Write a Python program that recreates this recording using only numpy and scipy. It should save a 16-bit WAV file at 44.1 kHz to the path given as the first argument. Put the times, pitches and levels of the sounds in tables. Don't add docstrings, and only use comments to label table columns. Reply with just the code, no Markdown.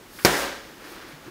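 import sys
import numpy as np
from scipy import signal
from scipy.io import wavfile

SR = 44100
rng = np.random.default_rng(int(sys.argv[2]) if len(sys.argv) > 2 else 0)


def voltage_ratio(level):
    return 10 ** (np.asarray(level, float) / 20)


def unload_audio(sound):
    columns = np.transpose(np.atleast_2d(sound))
    steps = np.round(np.clip(columns, -1, 1) * 32767)
    wavfile.write(sys.argv[1], SR, steps.astype(np.int16))


N = 57330

# start_s, peak level_db, brightness_db (per two octaves above 1 kHz)
SLAPS = [
    (0.249, 1.5, -6),
    (0.2494, -2, 5),
    (0.251, -5, -3),
    (0.2524, -8, 7),
    (0.2542, -9, 9),
    (0.2577, -11, 0),
    (.2603, -11, -6.5),
    (.2645, -12, -4),
]
# pitch_hz, level_db, t60_s
BAG_MODES = [(215, -14, .06), (365, -9, .045), (483, -10, 0.043), (830, -12, 0.047), (990, -11, .03),
             (1540, -12, 0.014), (2090, -6, 0.0086), (3200, -22, 0.0046), (4700, -9, .008),
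             (5216, -7, .008), (5700, -8, .008)]
# freq_hz, density_db (per Hz)
CRACK_COLOUR = [(600, -14), (2000, 10.5), (3800, -16), (5200, 4.5), (6800, -9), (11000, -1), (16000, -1)]
# freq_hz, density_db (per Hz)
ROOM_COLOUR = [(45, -19), (105, -32), (160, -8), (550, -3), (1200, -8), (1700, -5.5), (2600, -12.5),
               (15500, -24.5)]
# freq_hz, t60_s
ROOM_T60 = [(50, 0.73), (120, 0.35), (400, 0.64), (1500, .7), (5000, 0.74), (14000, 0.42)]
# pitch_hz, level_db, t60_s
ROOM_MODES = [(51.4, -35, .8), (59.9, -35, .8), (150.7, -23, .4), (209.3, -18, 0.24), (272, -28, 0.68),
              (340, -21.5, 0.44), (388.6, -23, 0.62), (493, -40, 0.52), (548.6, -26.5, 0.88),
              (578.7, -25, 0.51), (581.3, -28, 0.81), (987, -25.5, 0.48), (1590, -28, 0.9),
              (1938, -29, 0.75)]
# start_s, peak level_db, pitch_hz, t60_s
KNOCKS = [
    (.915, -39, 339, .08),
    (1.045, -41, 360, .08),
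    (1.131, -46, 149.6, .2),
    (1.262, -38, 300, .05),
    (1.279, -34.5, 342, 0.056),
    (1.27, -43, 131, .1),
]
# time_s, level_db
ROCKING = [(.05, -59.5), (.3, -43), (.45, -35), (.6, -49.5), (.76, -53), (.85, -43.5), (.93, -43),
           (1.02, -44), (1.13, -45.5), (1.19, -52), (1.26, -47), (1.3, -49)]
# freq_hz, density_db (per Hz)
FILL_COLOUR = [(150, -10.5), (320, -0.5), (800, -7.5), (1500, -2.5), (2600, -10.5), (5000, -15.5),
               (7500, -25.5), (13000, -32.5)]
# time_s, level_db
SWISH_LEVEL = [(.07, -67), (.13, -51), (.18, -47), (.24, -43), (.33, -36), (.41, -34), (.46, -44.5),
               (.6, -60), (.8, -61), (.92, -50), (1.04, -66), (1.2, -75)]
# freq_hz, density_db (per Hz)
SWISH_COLOUR = [(1500, -13), (5000, 4), (6800, -3), (11500, 1.5), (16000, -2)]
# freq_hz, density_db (per Hz)
BACKGROUND_COLOUR = [(25, 8), (60, -8.5), (150, -7), (330, -2.5), (600, -10), (1600, -14.5), (6000, -22.5),
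                     (8000, -26), (15500, -27)]

KICK_S = SLAPS[0][0]
TIME_S = np.arange(N) / SR


def rms_one(x):
    return x / np.sqrt(np.mean(x ** 2) + 1e-20)


def at(points, x, log=False):
    a, b = np.transpose(points)
    return np.interp(np.log(x), np.log(a), b) if log else np.interp(x, a, b)


def drift(rate_hz):
    r = np.exp(-2 * np.pi * rate_hz / SR)
    wander = signal.lfilter([1], [1, -2 * r, r * r], rng.standard_normal(N + SR))
    return rms_one(wander[SR:])


def impulse(start_s):
    return (np.arange(N) == int(start_s * SR)) * 1.0


def ring(x, hz, t60_s):
    r = voltage_ratio(-60 / (t60_s * SR))
    w = 2 * np.pi * hz / SR
    return signal.lfilter([0, np.sin(w)], [1, -2 * r * np.cos(w), r * r], x + 1e-18)


def dying(start_s, t60_s, rise_s):
    age = np.maximum(TIME_S - start_s, 0)
    return (1 - np.exp(-age / rise_s)) * voltage_ratio(-60 * age / t60_s)


def bands(source, colour):
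    edges = np.geomspace(25, 19000, 33)
    mids = np.sqrt(edges[1:] * edges[:-1])
    gains = voltage_ratio(at(colour, mids, log=True))
    gains = gains / np.sqrt(np.sum(gains ** 2 * np.diff(edges)) * 2 / SR)
    for k, hz in enumerate(mids):
        sos = signal.butter(2, edges[k:k + 2], "band", fs=SR, output="sos")
        twice = np.tile(source[k % 2], 2)
        yield hz, gains[k] * signal.sosfilt(sos, twice)[N:]


def coloured(source, colour):
    return sum(band for _, band in bands(source, colour))


def white():
    return rng.standard_normal((2, N))


def kick():
    scatter_db = rng.normal(0, 1.5, (len(SLAPS), len(BAG_MODES)))
    body = np.zeros(N)
    for k, (hz, mode_db, t60_s) in enumerate(BAG_MODES):
        octaves_up = max(np.log2(hz / 1000), 0)
        clicks = np.zeros(N)
        for (start_s, level_db, bright_db), own_db in zip(SLAPS, scatter_db[:, k]):
            clicks[int(start_s * SR)] = voltage_ratio(level_db + mode_db + own_db + bright_db * octaves_up / 2)
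        body += ring(clicks, hz, t60_s)
    body = signal.sosfilt(signal.butter(2, 80, "high", fs=SR, output="sos"), body)

    crack_t60_s, crack_rise_s, crack_db = .006, .0001, -5
    gate = sum(voltage_ratio(level_db + bright_db) * dying(start_s, crack_t60_s, crack_rise_s)
               for start_s, level_db, bright_db in SLAPS)
    return body + voltage_ratio(crack_db) * coloured(1e-9 + gate * white(), CRACK_COLOUR)


def room():
    room_db, early_db = -11.5, 6
    early = voltage_ratio(early_db) * dying(KICK_S + .002, .055, .003)
    tail = np.zeros(N)
    for hz, band in bands(white(), ROOM_COLOUR):
        late = dying(KICK_S + .0014, at(ROOM_T60, hz, log=True), .0032)
        tail += band * (late + early)
    modes = np.zeros(N)
    for k, (hz, level_db, t60_s) in enumerate(ROOM_MODES):
        polarity = (-1) ** k
        modes += voltage_ratio(level_db) * polarity * ring(impulse(KICK_S), hz, t60_s)
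    return voltage_ratio(room_db) * tail + modes


def pivot():
    start_s, pitch_hz = .1875, 1600
    chirp_db, echo_db, tick_db = -36, -41.5, -38
    colour = [(400, -22), (900, -8), (pitch_hz, 2), (2300, -7), (3100, -5), (4000, -19), (5200, -16), (7000, -30)]
    gate = voltage_ratio(chirp_db) * dying(start_s, .045, .001) + voltage_ratio(echo_db) * dying(start_s, .38, .004)
    tick = ring(impulse(start_s) * voltage_ratio(tick_db), pitch_hz, .05)
    return tick + gate * coloured(white(), colour)


def knocks():
    out = np.zeros(N)
    for start_s, level_db, hz, t60_s in KNOCKS:
        tone = 2 * np.sin(2 * np.pi * hz * (TIME_S - start_s))
        out += voltage_ratio(level_db) * dying(start_s, t60_s, .0034) * tone
    return out


def fill():
    grains_per_s = 4000
    hits = rng.random((2, N)) < grains_per_s / SR
    strength = voltage_ratio(2.7 * np.minimum(rng.exponential(1, (2, N)), 4))
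    grains = hits * strength * rng.choice([-1, 1], (2, N))
    noise = rms_one(coloured(grains, FILL_COLOUR))
    return voltage_ratio(at(ROCKING, TIME_S) + .5 * drift(22)) * noise


def swish():
    colour = [(400, -40)] + SWISH_COLOUR
    noise = sum(band * voltage_ratio(.5 * drift(17)) for _, band in bands(white(), colour))
    return voltage_ratio(at(SWISH_LEVEL, TIME_S)) * noise


def scuff():
    start_s, length_s, level_db = 1.078, .055, -57
    colour = [(7000, -25), (9200, -6), (10300, -10), (12000, 2), (13500, -20)]
    gate = dying(start_s, .4, .002) * (TIME_S < start_s + length_s)
    return voltage_ratio(level_db) * gate * coloured(white(), colour)


def background():
    return voltage_ratio(-47) * coloured(white(), BACKGROUND_COLOUR)


def scene():
    return (kick() + room() + pivot() + knocks() + fill() + swish() + scuff() + background())[None]


def roll_off(x):
    return signal.sosfilt(signal.butter(12, 16430, fs=SR, output="sos"), x)


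def record(dry):
    low_cut = signal.butter(2, 45.7, "high", fs=SR, output="sos")
    high_cut = signal.ellip(10, .5, 70, 15700, fs=SR, output="sos")
    heard = signal.sosfilt(np.vstack([low_cut, high_cut]), dry)
    duck_db, ducked_s, recovered_s = -7, .2514, .43
    gain = voltage_ratio(np.interp(TIME_S, [KICK_S, ducked_s, recovered_s], [0, duck_db, 0]))
    mix = np.clip(heard * gain, -.98, .98)
    return roll_off(mix)


dry = scene()
out = record(dry)
unload_audio(out)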